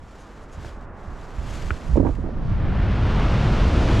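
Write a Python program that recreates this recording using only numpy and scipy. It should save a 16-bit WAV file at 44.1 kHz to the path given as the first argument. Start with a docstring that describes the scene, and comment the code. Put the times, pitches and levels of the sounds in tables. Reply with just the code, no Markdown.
"""Wind on a helmet microphone, worn by a jumper in a nylon suit who leaps from a cliff edge.
At the edge, the hush of the valley lies far below. Close by, cloth swishes, steps thud through
the body, a piece of gear clicks, and the suit flaps as it fills with air. Then the fall gathers
speed: eddies buffet the microphone, the rush grows louder and brighter, the image closes to mono."""
import sys
import numpy as np
from scipy import signal
from scipy.fft import rfft, irfft, next_fast_len
from scipy.io import wavfile
from scipy.ndimage import map_coordinates

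SR = 44100
rng = np.random.default_rng(int(sys.argv[2]) if len(sys.argv) > 2 else 0)


def to_wav(sig):
    """Store sig (one row per channel, or 1-D mono) as 16-bit WAV at the path in sys.argv[1].

    Samples outside -1..1 are clipped; the rate is SR.
    """
    pcm = np.clip(np.atleast_2d(sig), -1, 1) * 32767
    pcm = np.round(pcm).astype(np.int16)
    wavfile.write(sys.argv[1], SR, pcm.T)  # frames by channels


N = 176400

# likeness of the two channels for valley, cloth and grit (f/Hz, correlation)
NEAR_MONO = [(30, 1), (1000, 0.87), (4000, 0.94), (8000, 0.9)]
# likeness of the two channels for wind at the microphone (f/Hz, correlation)
WIND_ALIKE = [(30, 1), (300, 0.71), (1000, 0.99), (4000, 1), (10000, .99)]


def amp(db):
    """Decibels to gain."""
    return 10 ** (np.asarray(db) / 20)


def unit(x):
    """Scale to rms 1."""
    return x / np.sqrt(np.mean(x ** 2) + 1e-20)


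def along(points, hz):
    """Interpolate (f/Hz, value) points on a log frequency axis."""
    f, v = np.transpose(points)
    return np.interp(np.log(hz + 1), np.log(f + 1), v)


def curves(rows):
    """One value per sample for each column after the time."""
    times, *columns = np.transpose(rows)
    return [np.interp(np.arange(N) / SR, times, column) for column in columns]


def filtered(x, response):
    """Shape the spectrum of x by a response, a function of frequency."""
    size = next_fast_len(N + 8192)
    hz = np.fft.rfftfreq(size, 1 / SR)
    return irfft(rfft(x, size) * response(hz), size)[..., :N]


def rush(spectrum, alike):
    """Coloured stereo noise of rms 1; alike sets the left-right correlation."""
    def response(hz):
        angle = np.arccos(np.clip(along(alike, hz), -1, 1)) / 2
        return amp(along(spectrum, hz)) * [np.cos(angle), np.sin(angle)]
    mid, side = filtered(rng.standard_normal((2, N)), response)
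    return unit(np.array([mid + side, mid - side]))


def churn(depth_db, rate):
    """A smooth random gain of rms 1, with rate knots a second."""
    knots = rng.standard_normal(int(N * rate / SR) + 4)
    wobble = map_coordinates(knots, [np.arange(N) * rate / SR])
    return unit(amp(depth_db * wobble))


def burst(t, attack_s, t60_s):
    """A quick rise and an exponential decay."""
    return (1 - np.exp(-t / attack_s)) * amp(-60 * t / t60_s)


def pan(right_db):
    """Left and right gains with a mean of 1."""
    gains = amp(np.array([-right_db, right_db]) / 2).reshape(2, -1)
    return gains / gains.mean(0)


def add(track, s, sound):
    """Mix a sound into a track at time s."""
    part = track[..., round(s * SR):][..., :sound.shape[-1]]
    part += sound[..., :part.shape[-1]]


def valley():
    """Air and water far below the edge reach the microphone as a hush."""
    # swell of the hush (t/s, level/dB)
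    swell = [(0, -49.5), (.3, -45.5), (1.0, -43), (1.6, -41), (1.95, -42.5), (2.15, -45), (2.4, -42),
             (4, -43)]
    # spectrum of the hush (f/Hz, level/dB)
    spectrum = [(60, -21), (200, 3.5), (400, -0.5), (600, -1), (1200, -3.5), (1800, -11), (2500, -22.5),
                (4000, -40.5), (8000, -54), (14000, -67)]
    level_db, = curves(swell)
    return amp(level_db) * rush(spectrum, NEAR_MONO) * pan(right_db=2)


def suit():
    """Just below the helmet, nylon rubs in a grainy swish, slides brightly or snaps at a crease."""
    # rubbing of the suit (t/s, relative level/dB)
    rubbing = [(0, -67.5), (.12, -63), (.21, -61), (.26, -62), (.38, -63.5), (.43, -64.5), (.475, -69.5),
               (.535, -60), (.575, -61), (.685, -54.5), (.78, -69), (.83, -65.5), (.87, -78), (.94, -78),
               (.99, -64), (1.14, -63.5), (1.21, -59), (1.29, -61), (1.55, -48), (1.8, -54.5), (1.97, -56),
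               (2.02, -65), (2.09, -58), (2.2, -66.5), (2.33, -75), (2.6, -70)]
    # creases snapping (t/s, level/dB)
    creases = [(.69, -45), (.810, -51), (1.213, -49), (1.841, -49), (2.151, -44)]
    # quick slides of nylon on nylon (t/s, level/dB, half length/s)
    slides = [(0.212, -61.5, .016), (0.434, -63, 0.009), (.535, -58, .012), (1.505, -56, .008),
              (1.555, -56.5, .02), (2.098, -76, 0.014)]
    # spectrum of rubbing and creases (f/Hz, level/dB)
    cloth_spectrum = [(100, -5), (300, 20), (800, 4.5), (1500, 7.5), (2500, 6.5), (4000, 2), (6000, -1),
                      (7600, -2.5), (8400, -8.5), (10500, -13.5), (12500, -18), (15000, -31)]
    # spectrum of the slides (f/Hz, level/dB)
    slide_spectrum = [(2500, -31), (5000, -7), (6600, 4), (8300, -10), (10300, -6.5), (12000, -22),
                      (15000, -49)]
    rub_db, = curves(rubbing)
    snaps, t = np.zeros(N), np.arange(N) / SR
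    for s, db in creases:
        add(snaps, s, amp(db) * burst(t[:SR // 10], attack_s=0.00092, t60_s=0.018))
    swish = amp(rub_db + 7.5) * churn(depth_db=1, rate=70) * churn(depth_db=1, rate=430)
    sliding = sum(amp(db) * np.exp(-0.5 * ((t - s) / half) ** 2) for s, db, half in slides)
    cloth = (swish + snaps) * rush(cloth_spectrum, NEAR_MONO)
    return (cloth + sliding * rush(slide_spectrum, NEAR_MONO)) * pan(right_db=-1.5)


def steps():
    """Each step sends a dull thud through the body to the helmet; grit scuffs under the sole."""
    # steps and jolts of the body (t/s, level/dB, f/Hz)
    jolts = [(.575, -22, 85), (0.646, -27, 111), (1.076, -22, 72), (1.383, -14, 59), (1.713, -7.5, 63),
             (1.936, -9.5, 63)]
    # scuffs of a shoe on the stony path (t/s, level/dB)
    scrapes = [(.646, -26.5), (.666, -34), (1.468, -38)]
    # spectrum of the grit (f/Hz, level/dB)
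    grit_spectrum = [(100, -13), (350, 6.5), (900, -2), (1500, -4), (3000, -26), (8000, -41)]
    thuds, scuffs, t = np.zeros(N), np.zeros(N), np.arange(SR // 4) / SR
    for s, db, hz in jolts:
        add(thuds, s, amp(db) * burst(t, attack_s=0.0039, t60_s=0.095) * np.sin(2 * np.pi * hz * t))
    for s, db in scrapes:
        add(scuffs, s, amp(db) * burst(t, attack_s=0.0011, t60_s=0.026))
    return thuds * pan(right_db=7) + scuffs * rush(grit_spectrum, NEAR_MONO)


def gear():
    """A hard piece of gear clicks near the microphone and rings briefly."""
    # contacts of the gear (t/s, level/dB)
    clicks = [(1.7057, -12.5), (1.7104, -24)]
    # its ringing modes (f/Hz, relative level/dB, t60/s)
    modes = [(1410, 5.5, 0.012), (1650, -2.5, .009), (2460, -3.5, 0.0095), (2740, -6, 0.0067),
             (1050, -19, 0.006), (345, -10, 0.037)]
    attack_s = 0.0004
    out, t = np.zeros(N), np.arange(SR // 20) / SR
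    ring = sum(amp(db - 60 * t / t60) * np.sin(2 * np.pi * hz * t) for hz, db, t60 in modes)
    contact = 1 - np.exp(-(t / (2 * attack_s)) ** 2)
    for s, db in clicks:
        add(out, s, amp(db) * contact * ring)
    return out


def flaps():
    """Cloth whips close on the right as the suit fills: each flap is a hollow pop with a puff of air."""
    # flaps of the suit (t/s, level/dB, top of the puff's band f/Hz)
    whips = [(1.957, -12, 640), (1.971, -11.5, 750), (1.977, -8, 443), (1.985, -13, 300), (1.998, -11, 607),
             (2.004, -11.5, 403), (2.027, -15.5, 620), (2.038, -11, 413), (2.049, -12.5, 696),
             (2.058, -16.5, 840), (2.066, -19.5, 1290), (2.074, -20.5, 850), (2.089, -19.5, 750),
             (2.107, -22, 453), (2.183, -24, 460), (2.239, -23, 604), (2.26, -27, 750), (2.272, -26.5, 800),
             (2.287, -24, 646)]
    pop_hz, pop_db = 278, 0.5
    puff_low_hz, puff_db, puff_width = 111, -4, 0.34
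    out, t = np.zeros((2, N)), np.arange(SR // 10) / SR
    shape = burst(t, attack_s=0.00091, t60_s=0.044)
    shape_rms = np.sqrt(np.mean(shape ** 2))
    for s, db, top_hz in whips:
        hz = pop_hz * np.exp(0.12 * rng.standard_normal())
        pop = shape * np.sin(2 * np.pi * hz * t)
        band = signal.butter(4, [puff_low_hz, top_hz], 'band', fs=SR, output='sos')
        mid, side = signal.sosfilt(band, rng.standard_normal((2, 2 * len(t))))[:, len(t):]
        air = np.array([mid + puff_width * side, mid - puff_width * side])
        puff = unit(shape * air) * shape_rms
        add(out, s, amp(db) * (amp(pop_db) * pop + amp(puff_db) * puff))
    return out * pan(right_db=11.5)


def buffet():
    """Eddies thump on the microphone, from the right at the edge, quicker and head-on in the fall."""
    # push of the air (t/s, relative level/dB)
    push = [(0, -38.5), (.1, -46.5), (.52, -43), (.6, -34), (.75, -40), (.85, -35.5), (1.0, -43.5),
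            (1.12, -34), (1.27, -42), (1.4, -33.5), (1.47, -30.5), (1.6, -32), (1.68, -26.5), (1.81, -38),
            (1.93, -17.5), (2.08, -21), (2.14, -28.5), (2.23, -23.5), (2.32, -32), (2.38, -24.5),
            (2.5, -21.5), (3.2, -19.5), (4, -17.5)]
    # side from which the eddies hit (t/s, right over left/dB)
    direction = [(0, 2), (1.6, 5), (2.15, 6), (2.45, 0)]
    # eddies shrink as the speed grows (t/s, power share of the quick ones)
    quick_share = [(0, .15), (2.35, 0.15), (2.5, 0.6), (4, 0.66)]
    # rumble of the slow eddies (f/Hz, level/dB)
    rumble = [(12, -7), (25, 0), (45, 1), (75, -6.5), (110, -13), (160, -14.5), (250, -24), (1000, -95)]
    # throb of the quick eddies (f/Hz, level/dB)
    throb = [(25, -11.5), (50, -1.5), (80, -0.5), (110, -1), (150, -9), (220, -14.5), (400, -45),
             (1000, -95)]
    push_db, = curves(push)
    right_db, = curves(direction)
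    quick, = curves(quick_share)
    eddies = np.sqrt(1 - quick) * rush(rumble, WIND_ALIKE) + np.sqrt(quick) * rush(throb, WIND_ALIKE)
    rounded = unit(np.tanh(0.5 * eddies))
    return amp(push_db + 1) * rounded * pan(right_db)


def airflow():
    """Air rushes past the helmet, louder and brighter with speed; turbulence shakes its upper bands."""
    # airflow in the fall (t/s, then relative level/dB of roar, hiss and low body)
    fall = [(2.4, -61, -64, -38.5), (2.5, -47, -58.5, -44), (2.65, -41.5, -63.5, -32.5),
            (2.83, -36, -54.5, -34), (3.1, -34, -47.5, -30), (3.35, -32, -44.5, -29.5),
            (3.65, -33, -43, -26), (3.8, -32.5, -42, -24), (4.0, -31, -40, -25)]
    # spectrum of the low body (f/Hz, level/dB)
    body_spectrum = [(60, -26), (130, -2), (200, -3), (300, -5.5), (450, -12), (700, -17.5), (1500, -43.5),
                     (4000, -90)]
    # spectrum of the midrange roar (f/Hz, level/dB)
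    roar_spectrum = [(150, -36), (400, 1.5), (700, 0.5), (1300, -1), (2000, -8), (3000, -13), (5000, -28),
                     (9000, -61)]
    # spectrum of the hiss (f/Hz, level/dB)
    hiss_spectrum = [(800, -21), (2000, 2.5), (3000, 3.5), (4500, -2), (6000, -7.5), (7500, -17.5),
                     (10000, -25), (14000, -65)]
    # spectrum of the fizz at the top (f/Hz, level/dB)
    fizz_spectrum = [(3000, -22), (5500, 1), (7200, 4), (8300, -5), (10500, -8), (12500, -21.5),
                     (15000, -40)]
    leap_s, onset_db_per_s = 2.31, 67  # the airflow fades in up to the leap
    full_fizz_db, fizz_growth = -51.5, 2.2  # the fizz rises faster than the hiss
    roar_db, hiss_db, body_db = curves(fall)
    onset = amp(onset_db_per_s * np.minimum(np.arange(N) / SR - leap_s, 0))
    body = amp(body_db + 1) * rush(body_spectrum, WIND_ALIKE)
    roar = amp(roar_db + 1.5) * rush(roar_spectrum, WIND_ALIKE) * churn(depth_db=0.56, rate=25)
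    hiss = amp(hiss_db + 3) * rush(hiss_spectrum, WIND_ALIKE)
    fizz_db = full_fizz_db + fizz_growth * (hiss_db - hiss_db[-1])
    fizz = amp(fizz_db) * rush(fizz_spectrum, WIND_ALIKE)
    return onset * (body + (roar + hiss + fizz) * churn(depth_db=0.75, rate=300))


def scene():
    """All the sources at the helmet, from the distant valley to the wind on the microphone."""
    return valley() + suit() + steps() + gear() + flaps() + buffet() + airflow()


def record(dry):
    """The helmet camera: its image closes to mono in the strong wind, and its band limit cuts the top."""
    # width of the stereo image (t/s, side gain/dB)
    width = [(0, -6), (2.45, 1.5), (2.85, -6), (3.15, -20.5), (3.5, -60), (4, -70)]
    top_hz = 14900
    side_db, = curves(width)
    mid = dry.mean(0)
    return filtered(mid + amp(side_db) * (dry - mid), lambda hz: hz < top_hz)


dry = scene()
out = record(dry)
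to_wav(out)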